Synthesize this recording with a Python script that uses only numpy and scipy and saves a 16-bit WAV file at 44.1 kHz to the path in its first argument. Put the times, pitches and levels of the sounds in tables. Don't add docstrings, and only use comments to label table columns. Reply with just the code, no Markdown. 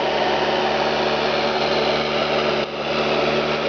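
import sys
import numpy as np
from scipy import signal
from scipy.fft import rfft, irfft
from scipy.io import wavfile
from scipy.ndimage import map_coordinates

SR = 44100
rng = np.random.default_rng(int(sys.argv[2]) if len(sys.argv) > 2 else 0)


def wrap_up_sound(samples):
    columns = np.atleast_2d(samples).T
    tamed = np.clip(columns, -1, 1)
    steps = np.round(tamed * 32767).astype(np.int16)
    wavfile.write(sys.argv[1], SR, steps)


N = 162288
TIME_S = np.arange(N) / SR

# t/s, firing rate/Hz
FIRING_RATE = [(0.0, 73.56), (0.06, 73.18), (0.52, 72.92), (0.58, 73.87), (1.12, 73.94), (1.16, 74.42),
               (2.07, 74.32), (2.1, 74.64), (2.35, 74.84), (2.45, 74.7), (2.54, 72.78), (2.64, 72.78),
               (3.01, 74.6), (3.15, 74.42), (3.56, 75.22), (3.68, 74.5)]
CYLINDER_GAINS_DB = [1.5, -1, 0.092, -1.1]
# order/firing rate, start level/dB, end level/dB
EXHAUST_LINES = [(1, -45, -47), (2, -39, -37), (3, -33, -32.5), (4, -39, -40), (4.5, -42, -41),
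                 (5, -28.5, -29.5), (5.25, -39.5, -38.5), (6, -31.5, -33.5), (7.5, -37.5, -32.5),
                 (7.75, -34, -33.5), (8, -41.5, -35.5), (8.5, -35, -40), (9, -42, -40.5),
                 (10, -33.5, -42.5), (10.5, -32.5, -44), (12.5, -37, -52.5), (13, -39, -54)]
# t/s, bark level/dB, clatter level/dB, low drone offset/dB
LAYER_LEVELS = [(0, -26.5, -28, -6), (.3, -22.5, -26, -3), (.6, -25.5, -26.5, -3), (1, -24.5, -26, -1.5),
                (1.5, -26, -25.5, -1.5), (2, -26, -25.5, 0.6), (2.3, -25.5, -25.5, -0.5),
                (2.6, -24, -26.5, -.5), (3.0, -23.5, -25.5, -0.5), (3.35, -24.5, -26, 2),
                (3.68, -24.5, -25, 0)]
# f/Hz, relative gain/dB
PIPE_RESPONSE = [(30, -27.5), (100, -25.5), (170, -14.5), (280, -8), (380, -2.5), (440, -1), (495, -4),
                 (570, 2.5), (690, -2.5), (770, -3.5), (850, -8), (950, -7), (1050, -16.5), (1500, -18.5),
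                 (3000, -66.5)]
# f/Hz, relative gain/dB
BLOCK_RESPONSE = [(200, -19.5), (700, -4), (1050, 2), (1300, 3), (1800, 0.5), (2500, 1), (3500, -1.5),
                  (4500, -7), (5500, -11), (6200, -21.5), (6800, -41.5), (7200, -51)]
# lag/ms, lag growth/(ms/s), gain/dB
ECHOES = [(2.1, 0.18, -24.5), (3.4, 0.286, -18.5), (5.3, 0.255, -14.5)]
# mid t/s, half span/s, centre f/Hz, slide/(Hz/s), half width/Hz, gain/dB
COLOUR_BANDS = [(0.95, 1.35, 880, -5, 173, 5), (0.36, 0.87, 3020, -36, 130, 5),
                (1.5, 0.99, 2000, -220, 130, -7), (1.78, 0.7, 4040, -260, 170, 7),
                (2.5, 0.54, 3386, -400, 100, -7.5), (2.27, 0.91, 2830, -220, 250, 5),
                (2.979, 0.4, 1700, -150, 570, -3.5), (3.06, 1.2, 1318, 7.5, 90, 7.5),
                (3.39, 0.55, 2480, -400, 200, 4), (1.84, 1, 1009, 0.5, 74, -6.5),
                (.4, .6, 4400, -2.5, 100, -1.5), (0.75, 1.5, 3250, -350, 200, -3.5),
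                (2, .3, 1540, 1.5, 70, -4), (1.7, 1.1, 2330, -150, 100, 4), (0.16, 0.4, 1250, 4, 190, -3),
                (0.43, 0.8, 1780, -100, 57, 6.5), (3.3, 0.5, 3940, -58.5, 110, 4.5),
                (2.6, .8, 4360, -330, 130, -6.5), (2.6, 1.4, 4950, -200, 190, 4),
                (2.3, 1.96, 4040, -200, 340, 7), (2.63, 1.85, 3902, -150, 217, -7),
                (.5, 1, 3800, 50, 85, -4.5), (1.1, .6, 3570, 0, 72, 3.5), (2.6, .65, 5540, 50, 140, -5),
                (1.8, 0.65, 2640, -200, 100, -3.5), (3.2, .55, 3060, -280, 78, -4.5)]
# t/s, depth/dB, recovery/s
LEVEL_DIPS = [(1.519, 2, 0.062), (2.021, 2, 0.14), (2.238, 1.5, 0.096), (2.64, 9, 0.29), (3.399, 2, 0.1),
              (3.559, 3.5, 0.28)]

CYLINDERS = len(CYLINDER_GAINS_DB)
FLUTTER_HZ, SPEED_JITTER = 45, 0.00299
BARK_FLUTTER_DB, CLATTER_FLUTTER_DB, LOPE_DB = 1.4, 0.3, 1.1
WAVER_HZ, WAVER_DB_PER_ORDER, WAVER_TURNS_PER_ORDER = 30, 0.7, 0.007
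DRONE_CORNER_HZ, STEADY_ORDER, WAVER_TOP_ORDER = 402, 2, 8


def undb(db):
    return 10 ** (np.asarray(db) / 20)


def unit(x):
    return x / np.sqrt(np.mean(x ** 2))


def curve(table, column=1):
    rows = np.array(table)
    return np.interp(TIME_S, rows[:, 0], rows[:, column])


def wander(rate_hz):
    steps = rng.standard_normal(1024)
    return unit(map_coordinates(steps, [TIME_S * rate_hz], order=3, mode="mirror"))


def colour(x, response):
    f_hz, gain_db = np.array(response).T
    bins_hz = np.maximum(np.arange(N // 2 + 1) * SR / N, 1)
    bins_db = np.interp(np.log(bins_hz), np.log(f_hz), gain_db)
    return unit(irfft(rfft(x) * undb(bins_db), N))


def dip_gain(fall_s=0.0022, hold_s=0.035):
    loss_db = sum(np.interp(TIME_S, at_s + np.cumsum([0, fall_s, hold_s, recovery_s]), [0, db, db, 0])
                  for at_s, db, recovery_s in LEVEL_DIPS)
    return undb(-loss_db)


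def sliding_colour(x):
    f_hz, t_s, spectrum = signal.stft(x, SR, nperseg=1024)
    gain_db = 0
    for mid_s, span_s, centre_hz, slide_hz_per_s, width_hz, band_db in COLOUR_BANDS:
        offset_s = t_s - mid_s
        offset_hz = f_hz[:, None] - centre_hz - slide_hz_per_s * offset_s
        gain_db += band_db * np.exp(-(offset_s / span_s) ** 2 - (offset_hz / width_hz) ** 2)
    return signal.istft(spectrum * undb(gain_db), SR)[1][:N]


def reflections(x):
    echoes = sum(undb(db) * np.interp(TIME_S - (lag_ms + growth_ms_per_s * TIME_S) / 1000, TIME_S, x)
                 for lag_ms, growth_ms_per_s, db in ECHOES)
    return unit(x + echoes)


def whine(start_hz=2927, slide_hz_per_s=-35, width_hz=110, level_db=-41.5):
    phase_rad = 2 * np.pi * np.cumsum(start_hz + slide_hz_per_s * TIME_S) / SR
    band = wander(width_hz) * np.sin(phase_rad) + wander(width_hz) * np.cos(phase_rad)
    return undb(level_db) * band


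def combustion_bursts(firings, decay_firings, floor, repeat_share, rise_firings=0.045):
    age_firings = firings % 1
    envelope = unit((1 - np.exp(-age_firings / rise_firings)) * np.exp(-age_firings / decay_firings))
    strength = undb(CYLINDER_GAINS_DB)[np.floor(firings).astype(int) % CYLINDERS]
    cycle_points = 2048
    texture = irfft(np.exp(2j * np.pi * rng.random(cycle_points // 2 + 1)))
    position = firings / CYLINDERS % 1 * cycle_points
    repeating = unit(map_coordinates(texture, [position], order=3, mode="grid-wrap"))
    noise = np.sqrt(repeat_share) * repeating + np.sqrt(1 - repeat_share) * rng.standard_normal(N)
    return unit((envelope * strength + floor) * noise)


def clatter_and_fan(firings, lag_firings=0.5, fan_re_knock_db=-2):
    knock = combustion_bursts(firings - lag_firings, decay_firings=0.45, floor=1.05, repeat_share=0.25)
    fan = undb(fan_re_knock_db) * rng.standard_normal(N)
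    level_db = curve(LAYER_LEVELS, column=2) + CLATTER_FLUTTER_DB * wander(FLUTTER_HZ)
    return reflections(colour(knock + fan, BLOCK_RESPONSE)) * undb(level_db)


def exhaust_bark(firings, throb_db):
    gas = combustion_bursts(firings, decay_firings=0.37, floor=0.81, repeat_share=0.08)
    return colour(gas, PIPE_RESPONSE) * undb(curve(LAYER_LEVELS, column=1) + throb_db)


def exhaust_drone(firings, throb_db):
    offset_db = curve(LAYER_LEVELS, column=3)
    start_rate_hz = FIRING_RATE[0][1]
    drone = 0
    for order, start_db, end_db in EXHAUST_LINES:
        low_weight = 1 / (1 + (order * start_rate_hz / DRONE_CORNER_HZ) ** 2)
        level_db = np.linspace(start_db, end_db, N) + low_weight * offset_db
        level_db += (0.5 - low_weight) * throb_db
        waver_orders = np.clip(order, STEADY_ORDER, WAVER_TOP_ORDER) - STEADY_ORDER
        waver_gain = unit(undb(WAVER_DB_PER_ORDER * waver_orders * wander(WAVER_HZ)))
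        waver_turns = WAVER_TURNS_PER_ORDER * waver_orders * wander(WAVER_HZ)
        phase_turns = order * firings + waver_turns + rng.random()
        drone += waver_gain * undb(level_db) * np.sin(2 * np.pi * phase_turns)
    return np.sqrt(2) * drone


def scene():
    firing_hz = curve(FIRING_RATE) * (1 + SPEED_JITTER * wander(FLUTTER_HZ))
    firings = np.cumsum(firing_hz) / SR
    lope_db = LOPE_DB * np.cos(2 * np.pi * firings / CYLINDERS)
    throb_db = BARK_FLUTTER_DB * wander(FLUTTER_HZ) + lope_db
    exhaust = exhaust_drone(firings, throb_db) + exhaust_bark(firings, throb_db)
    engine = sliding_colour(exhaust + clatter_and_fan(firings))
    return ((engine + whine()) * dip_gain())[None]


def record(dry):
    peak_limit, cutoff_hz = 0.6, 7100
    rounded = peak_limit * np.tanh(dry / peak_limit)
    lowpass = signal.ellip(10, 0.2, 80, cutoff_hz, fs=SR, output="sos")
    return signal.sosfilt(lowpass, rounded)


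dry = scene()
out = record(dry)
wrap_up_sound(out)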